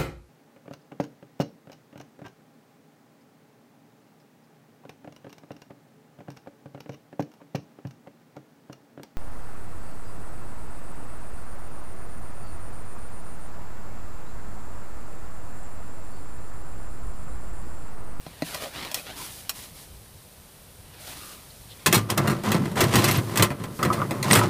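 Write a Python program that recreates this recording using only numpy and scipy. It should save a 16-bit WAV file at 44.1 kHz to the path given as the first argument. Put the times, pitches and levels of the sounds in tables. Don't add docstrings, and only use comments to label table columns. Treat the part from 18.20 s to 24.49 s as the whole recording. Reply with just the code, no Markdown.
import sys
import numpy as np
from scipy import signal
from scipy.fft import rfft, irfft, next_fast_len
from scipy.io import wavfile
from scipy.ndimage import uniform_filter1d

SR = 44100
rng = np.random.default_rng(int(sys.argv[2]) if len(sys.argv) > 2 else 0)


def digitize_waveform(pressure):
    field = np.atleast_2d(pressure).T
    bounded = np.clip(field, -1, 1)
    quanta = np.round(bounded * 32767).astype(np.int16)
    wavfile.write(sys.argv[1], SR, quanta)


N = 277389
TIME = np.arange(N) / SR

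# t/s, length/s, scrape/dB, skin hiss/dB
RUBS = [(0.23, 0.14, -40.5, -41.5), (0.39, 0.051, -37.5, -40), (0.52, 0.15, -37, -51),
        (0.73, 0.05, -41, -40), (0.85, 0.055, -40.5, -61), (0.95, 0.11, -43.5, -39),
        (1.08, 0.13, -71, -44.5), (1.33, 0.11, -49, -43), (1.53, 0.1, -54, -48), (2.78, 0.088, -56, -47),
        (2.845, 0.078, -46, -42), (2.94, 0.19, -49, -45)]
RUB_ATTACK_S, RUB_RELEASE_S = 0.031, 0.044
# f/Hz, width/Hz, level/dB
CHASSIS_MODES = [(106.2, 3, 5.4), (140, 11.7, 3.8), (181, 14, 1.5), (204.3, 12, 4), (349.3, 13.5, 1.65),
                 (581.4, 5, 5), (665, 3.5, 1.3), (1035, 31, 1.6), (1188, 4.7, 2.3), (1332, 7.7, 1.3),
                 (2020, 180, 0.95), (2594, 250, 0.58), (3290, 120, 1.1), (4120, 130, 0.76),
                 (5800, 40, 0.61), (8700, 2400, 0.73)]


def undb(db):
    return 10 ** (np.asarray(db) / 20)


def unit(x):
    return x / np.sqrt(np.mean(x ** 2) + 1e-18)


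def crest(x, size):
    return x / np.sqrt(uniform_filter1d(x ** 2, size).max() + 1e-18)


def gain_curve(rows):
    times, db = np.transpose(rows)
    return undb(np.interp(TIME, times, db, left=-120))


def strokes(rows, column, attack_s, release_s):
    power = np.zeros(N)
    for row in rows:
        t = TIME - row[0]
        shape = np.clip(t / attack_s, 0, 1) * np.exp(-np.maximum(t - row[1], 0) / release_s)
        power += (undb(row[column]) * shape) ** 2
    return np.sqrt(power)


def add(track, s, sound):
    start = max(int(s * SR), 0)
    track[start:start + len(sound)] += sound[:N - start]


def colour(x, points):
    hz, db = np.transpose(points)
    size = next_fast_len(len(x))
    bins = np.fft.rfftfreq(size, 1 / SR)
    gain = undb(np.interp(np.log(bins + 1), np.log(hz), db))
    return irfft(rfft(x, size) * gain, size)[:len(x)]


def ring(x, modes):
    return sum(undb(db) * signal.lfilter(*signal.iirpeak(hz, hz / width, fs=SR), x)
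               for hz, width, db in modes)


def drift(size):
    return unit(uniform_filter1d(uniform_filter1d(rng.standard_normal(N), size), size))


def grit(rate, spread_db):
    happens = rng.random(N) < rate / SR
    return unit(happens * rng.standard_normal(N) * undb(spread_db * rng.standard_normal(N).clip(-2, 2)))


def blows(table, modes, eq, treble_t60, middle_t60, bass_t60, bass_lag_s, bass_db, bass_loss,
          tilt, strike_db, crack_db, chatter_db, tail_db, tail_t60):
    t = TIME[:SR // 4]
    starts, level_db, bright_db, chatter_s = np.transpose(table)
    levels = [level_db + bright_db, level_db, level_db + bass_db - bass_loss * bright_db]
    # band/Hz, ring/s, build-up/s, level window/samples
    registers = [((3000, 16000), treble_t60, 1 / SR, 128),
                 ((450, 3000), middle_t60, 1 / SR, 256),
                 ((70, 450), bass_t60, bass_lag_s, 768)]
    noise = rng.standard_normal((len(table), 5, len(t)))
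    rebounds = (noise[:, 3] > 2.3) * noise[:, 4] * np.exp(-(t / chatter_s[:, None]) ** 2)
    contacts = undb(chatter_db) * rebounds + (t == 0)
    crack = undb(crack_db) * signal.unit_impulse(len(t), SR // 4000)
    spectra = [[(hz, db + tilt * bright * np.log10(hz)) for hz, db in eq] for bright in bright_db]
    out = np.zeros(N)
    for k, (edges, t60, lag, size) in enumerate(registers):
        decay = (undb(-60 * t / t60) + undb(tail_db - 60 * t / tail_t60)) * (1 - np.exp(-t / lag))
        texture = np.array([colour(c + crack, points) for c, points in zip(noise[:, k], spectra)])
        push = signal.fftconvolve(contacts, texture * decay, axes=1)[:, :len(t)]
        near_modes = [m for m in modes if edges[0] / 2 < m[0] < edges[1] * 2]
        body = push + ring(push + undb(strike_db) * contacts, near_modes)
        sounds = signal.sosfilt(signal.butter(3, edges, "band", fs=SR, output="sos"), body)
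        for s, db, sound in zip(starts, levels[k], sounds):
            add(out, s, undb(db) * crest(sound, size))
    return out


def room_tone():
    # f/Hz, level/dB
    air_eq = [(12, -36), (20, -7), (54, 2), (115, 1), (205, -6.5), (278, -13), (511, -11.5), (753, -16),
              (2160, -23.5), (4080, -22), (7100, -27), (9110, -19), (15000, -24.5)]
    air = unit(colour(rng.standard_normal(N), air_eq))
    low = signal.sosfiltfilt(signal.butter(2, 150, fs=SR, output="sos"), air)
    swell_db = 2.5 * drift(size=SR // 20) - 1
    return undb(-48.5) * (air + low * (undb(swell_db) - 1))


def skin_brush():
    # t/s, level/dB
    hiss_ride = [(0, -58), (0.8, -49.5), (1.9, -57.5), (2.7, -60), (3.15, -52.5), (3.6, -52.5), (3.8, -64),
                 (4.85, -53), (5.1, -45.5), (5.33, -65), (5.47, -64), (5.57, -45.5), (5.9, -51),
                 (6.29, -57)]
    # f/Hz, level/dB
    skin_eq = [(300, -31), (2000, -3), (4500, 3.5), (7500, 1), (9300, 5), (12000, 2.5), (15000, -1)]
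    hiss = unit(colour(grit(rate=30000, spread_db=0.5), skin_eq))
    rubs = strokes(RUBS, 3, RUB_ATTACK_S, RUB_RELEASE_S)
    return hiss * np.hypot(rubs, gain_curve(hiss_ride))


def cassette_shell():
    # t/s, relative level/dB, brightness/dB, chatter/s
    hits = [(0.0653, -39, -8, 0.0023), (0.2218, -26, -8.5, 0.0024), (0.3451, -36, 3, 0.0023),
            (0.3584, -52, 0, 0.002), (0.458, -44.5, -10, 0.0041), (0.6494, -40, 0, 0.002),
            (0.715, -40, 5.5, 0.002), (0.7441, -35, 13, 0.002), (1.294, -35, 12.5, 0.0012),
            (2.8684, -51, 5, 0.0072)]
    # f/Hz, width/Hz, level/dB
    shell_modes = [(160, 23, 13), (297, 71, 12), (626, 120, 19.2), (762, 30, 16), (996, 32, 18),
                   (1920, 59, 9.9), (2460, 72, 2), (3285, 67, 4), (4140, 46, 1.8), (5470, 84, 1.5)]
    # f/Hz, level/dB
    knock_eq = [(60, -46), (160, 11), (700, 1), (2000, 5), (5000, 6), (9000, 1), (15000, -2)]
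    scrape_eq = [(80, -12), (250, 3), (430, 2), (700, -1.5), (1500, -1.5), (4000, -2.5), (6500, -14),
                 (15000, -24)]
    # t/s, level/dB
    touch = [(0, -60), (0.1, -51), (1.1, -50.5), (1.8, -63), (2.6, -61), (2.8, -49), (3.4, -60),
             (3.65, -51.5), (3.7, -68)]
    knocks = blows(hits, shell_modes, knock_eq, treble_t60=0.053, middle_t60=0.065, bass_t60=0.031,
                   bass_lag_s=0.00052, bass_db=-9.5, bass_loss=0.97, tilt=0.81,
                   strike_db=18, crack_db=21, chatter_db=2, tail_db=-11, tail_t60=0.096)
    friction = grit(rate=9000, spread_db=3.5)
    echo_s = 0.00112 * np.exp(0.197 * drift(size=SR // 8))
    hollow = friction + .4 * np.interp(TIME - echo_s, TIME, friction)
    scrape = unit(colour(hollow + undb(-24.5) * ring(hollow, shell_modes), scrape_eq))
    flicker = undb(1.05 * drift(size=SR // 80))
    rubs = strokes(RUBS, 2, RUB_ATTACK_S, RUB_RELEASE_S)
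    return undb(3.5) * knocks + scrape * flicker * np.hypot(rubs, gain_curve(touch))


def squeaks():
    # t/s, length/s, f/Hz, width/Hz, level/dB
    catches = [(0.422, 0.079, 625, 130, -38), (0.768, 0.05, 2500, 250, -43), (0.97, 0.09, 970, 200, -44),
               (2.848, 0.47, 1220, 129, -53.5), (3.298, 0.02, 4260, 400, -48.5),
               (3.479, 0.076, 3500, 1600, -48), (4.225, 0.11, 207, 49.7, -24.5),
               (4.391, 0.065, 210, 40, -18.5), (4.9, 0.039, 12700, 400, -30),
               (4.966, 0.017, 12800, 400, -33), (6.106, 0.011, 2000, 300, -14),
               (6.117, 0.014, 8700, 600, -14)]
    out = np.zeros(N)
    for (s, length, hz, width, db), rub in zip(catches, rng.standard_normal((len(catches), SR))):
        resonance = [(hz, width, 0)]
        swell = np.hanning(int(length * SR))
        singing = ring(ring(rub, resonance), resonance)[-len(swell):]
        add(out, s, undb(db) * swell * unit(singing))
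    return out


def loading_motor(tooth_hz, wobble, grit_db):
    # t/s, level/dB
    running_load = [(3.66, -46), (3.88, -49), (4.13, -37.5), (4.23, -45.5), (4.46, -38.5), (4.53, -45.5),
                    (4.68, -36.5), (5.02, -43), (5.1, -43.5), (5.37, -48.5), (5.44, -43), (5.56, -52),
                    (5.75, -38.5), (5.88, -44.5), (6.29, -39)]
    # t/s, length/s, added load/dB, sliding rasp/dB
    cams = [(3.68, 0.12, -41, -37.5), (3.885, 0.04, -30.5, -37.5), (3.962, 0.13, -32.5, -44.5),
            (4.235, 0.13, -31, -35), (4.56, 0.074, -25.5, -27), (4.65, 0.13, -45, -36.5),
            (4.715, 0.25, -32.5, -29), (5.08, 0.072, -40.5, -42), (5.155, 0.1, -30, -34),
            (5.59, 0.25, -34, -53), (5.905, 0.08, -39.5, -53), (6.03, 0.22, -30, -33.5)]
    # f/Hz, level/dB
    rumble_eq = [(30, -15), (70, -14.5), (105, 2), (220, -3), (400, -4.5), (600, -23), (1200, -77)]
    grind_eq = [(200, -42), (500, 11.5), (1200, 12), (2200, -3), (4000, -33), (8000, -53), (15000, -34)]
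    rasp_eq = [(1000, 1), (3000, 3), (4500, -1), (7000, -5), (9500, -6), (15000, -14)]
    cam_attack_s, cam_release_s = 0.016, 0.019
    full_load_db, full_rumble_db = -28.5, -25.5
    running = gain_curve(running_load)
    load = np.hypot(running, strokes(cams, 2, cam_attack_s, cam_release_s))
    sliding = np.hypot(undb(-6) * running, strokes(cams, 3, cam_attack_s, cam_release_s))
    shaking = np.hypot(undb(8) * running, strokes(cams, 2, attack_s=0.04, release_s=0.013))
    phase = np.cumsum(tooth_hz * (1 + wobble * drift(size=SR // 30))) / SR
    landings = np.diff(np.floor(phase), prepend=0)
    teeth = unit(landings * undb(0.53 * rng.standard_normal(N)))
    pressure = np.exp(-(phase % 1) / 11.0)
    drive = teeth + undb(grit_db) * unit(grit(rate=4900, spread_db=4.0) * pressure)
    chassis = drive + ring(drive, CHASSIS_MODES)
    rumble_gain = undb(full_rumble_db) * (shaking / undb(full_load_db)) ** 0.95
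    rumble = unit(colour(chassis, rumble_eq)) * rumble_gain
    grind = unit(colour(chassis, grind_eq)) * load
    spurts = grit(rate=13000, spread_db=0.0) * pressure * undb(1.7 * drift(size=SR // 300))
    ticks = undb(-16) * grit(rate=220, spread_db=12.5)
    rasp = unit(colour(spurts + ticks, rasp_eq)) * sliding
    return rumble + grind + rasp


def latches():
    # t/s, level/dB, brightness/dB, chatter/s
    clacks = [(3.661, -17, 3, 0.014), (3.727, -16.5, 4.5, 0.0035), (3.744, -17.5, 1.5, 0.026),
              (3.777, -28, -3, .008), (3.902, -28, 9, 0.0035), (3.976, -20.5, 0.5, 0.0064),
              (4.074, -22.5, -4, 0.041), (4.216, -53, 1.5, .002), (4.236, -32.5, -3, 0.0024),
              (4.318, -23.5, 2.5, 0.0081), (4.345, -21.5, -8, 0.0071), (4.456, -30.5, -5.5, 0.0031),
              (4.516, -38, -3, 0.0031), (4.557, -33, -4, 0.0043), (4.606, -19, 1, .012),
              (4.639, -21, -2.5, 0.0038), (4.738, -19.5, -3, 0.012), (4.756, -16, 0.5, 0.0095),
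              (4.78, -22, -3, 0.02), (4.811, -41, -4, .002), (4.842, -21, 3, 0.013),
              (4.878, -23, 0.5, 0.02), (4.912, -29, 8.5, 0.0086), (4.938, -46, 11, .003),
              (4.96, -35, -8, .0034), (4.982, -29, -3, 0.0089), (5.158, -27, 2, 0.0045),
              (5.174, -24, 8, 0.0065), (5.197, -19.5, -3, 0.0099), (5.224, -16.5, 7, 0.0055),
              (5.247, -32, 3, .004), (5.304, -29, -8, 0.014), (5.4, -40, -7, 0.0089),
              (5.438, -35, -1, 0.0073), (5.591, -33.5, -7, 0.0051), (5.629, -22, -1.5, 0.004),
              (5.651, -22.5, -5, 0.0048), (5.729, -37.5, 8.5, 0.016), (5.909, -24.5, -3.5, 0.0025),
              (6.028, -29, 6, 0.0063), (6.104, -21, -5, 0.0065), (6.111, -17.5, 5.5, 0.0023),
              (6.131, -14.5, 5.5, 0.007), (6.152, -14.5, -1, 0.022), (6.19, -21, -1, 0.0064),
              (6.236, -30, -6, 0.0026)]
    # f/Hz, level/dB
    clack_eq = [(50, 4), (80, -11), (105, 5), (300, 5), (700, -5.5), (1300, -2), (2500, -12.5), (5000, -16),
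                (9000, -22), (15000, -19.5)]
    return blows(clacks, CHASSIS_MODES, clack_eq, treble_t60=0.06, middle_t60=0.1, bass_t60=0.15,
                 bass_lag_s=0.00077, bass_db=-2.5, bass_loss=0.74, tilt=0.49,
                 strike_db=-10.5, crack_db=17, chatter_db=-3, tail_db=-20.5, tail_t60=0.15)


def cabinet_boom():
    # t/s, level/dB
    thumps = [(3.76, -18.5), (4.628, -17), (4.777, -15), (4.975, -18), (5.192, -19), (6.162, -17)]
    # f/Hz, width/Hz, level/dB
    shelf_modes = [(109.9, 8.2, -3), (121.8, 9.5, -9)]
    push = np.zeros(SR // 2)
    add(push, 0, np.hanning(SR // 200))
    boom = signal.sosfilt(signal.butter(4, 85, "high", fs=SR, output="sos"), ring(push, shelf_modes))
    out = np.zeros(N)
    for s, db in thumps:
        add(out, s, undb(db) * crest(boom, size=768))
    return out


def guide_arm(contact_s, knock_db):
    # t/s, level/dB
    twangs = [(5.594, -33), (5.627, -19), (5.702, -16.5), (5.779, -30), (5.8, -30), (5.817, -20.5),
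              (5.826, -27), (6.213, -19)]
    # f/Hz, width/Hz, level/dB
    arm_modes = [(1005, 40, 17), (1180, 67, 9.5), (1276, 20, 17.5), (1380, 88, -4), (2090, 86, 0)]
    t = TIME[:SR // 5]
    out = np.zeros(N)
    for (s, db), noise in zip(twangs, rng.standard_normal((len(twangs), len(t)))):
        scuff = noise * np.exp(-t / contact_s)
        struck = ring(scuff, arm_modes) + undb(knock_db) * scuff
        twang = ring(struck, [(1205, 160, 0)])
        add(out, s, undb(db) * crest(twang, size=256))
    return out


def scene():
    gears = loading_motor(tooth_hz=102.8, wobble=.08, grit_db=15)
    player = latches() + cabinet_boom() + gears + guide_arm(contact_s=0.0027, knock_db=-14)
    return (cassette_shell() + skin_brush() + squeaks() + player + room_tone())[None]


def record(dry):
    rounded = .8 * np.tanh(dry / .8)
    return signal.sosfilt(signal.ellip(10, .2, 70, 15400, fs=SR, output="sos"), rounded)


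dry = scene()
out = record(dry)
digitize_waveform(out)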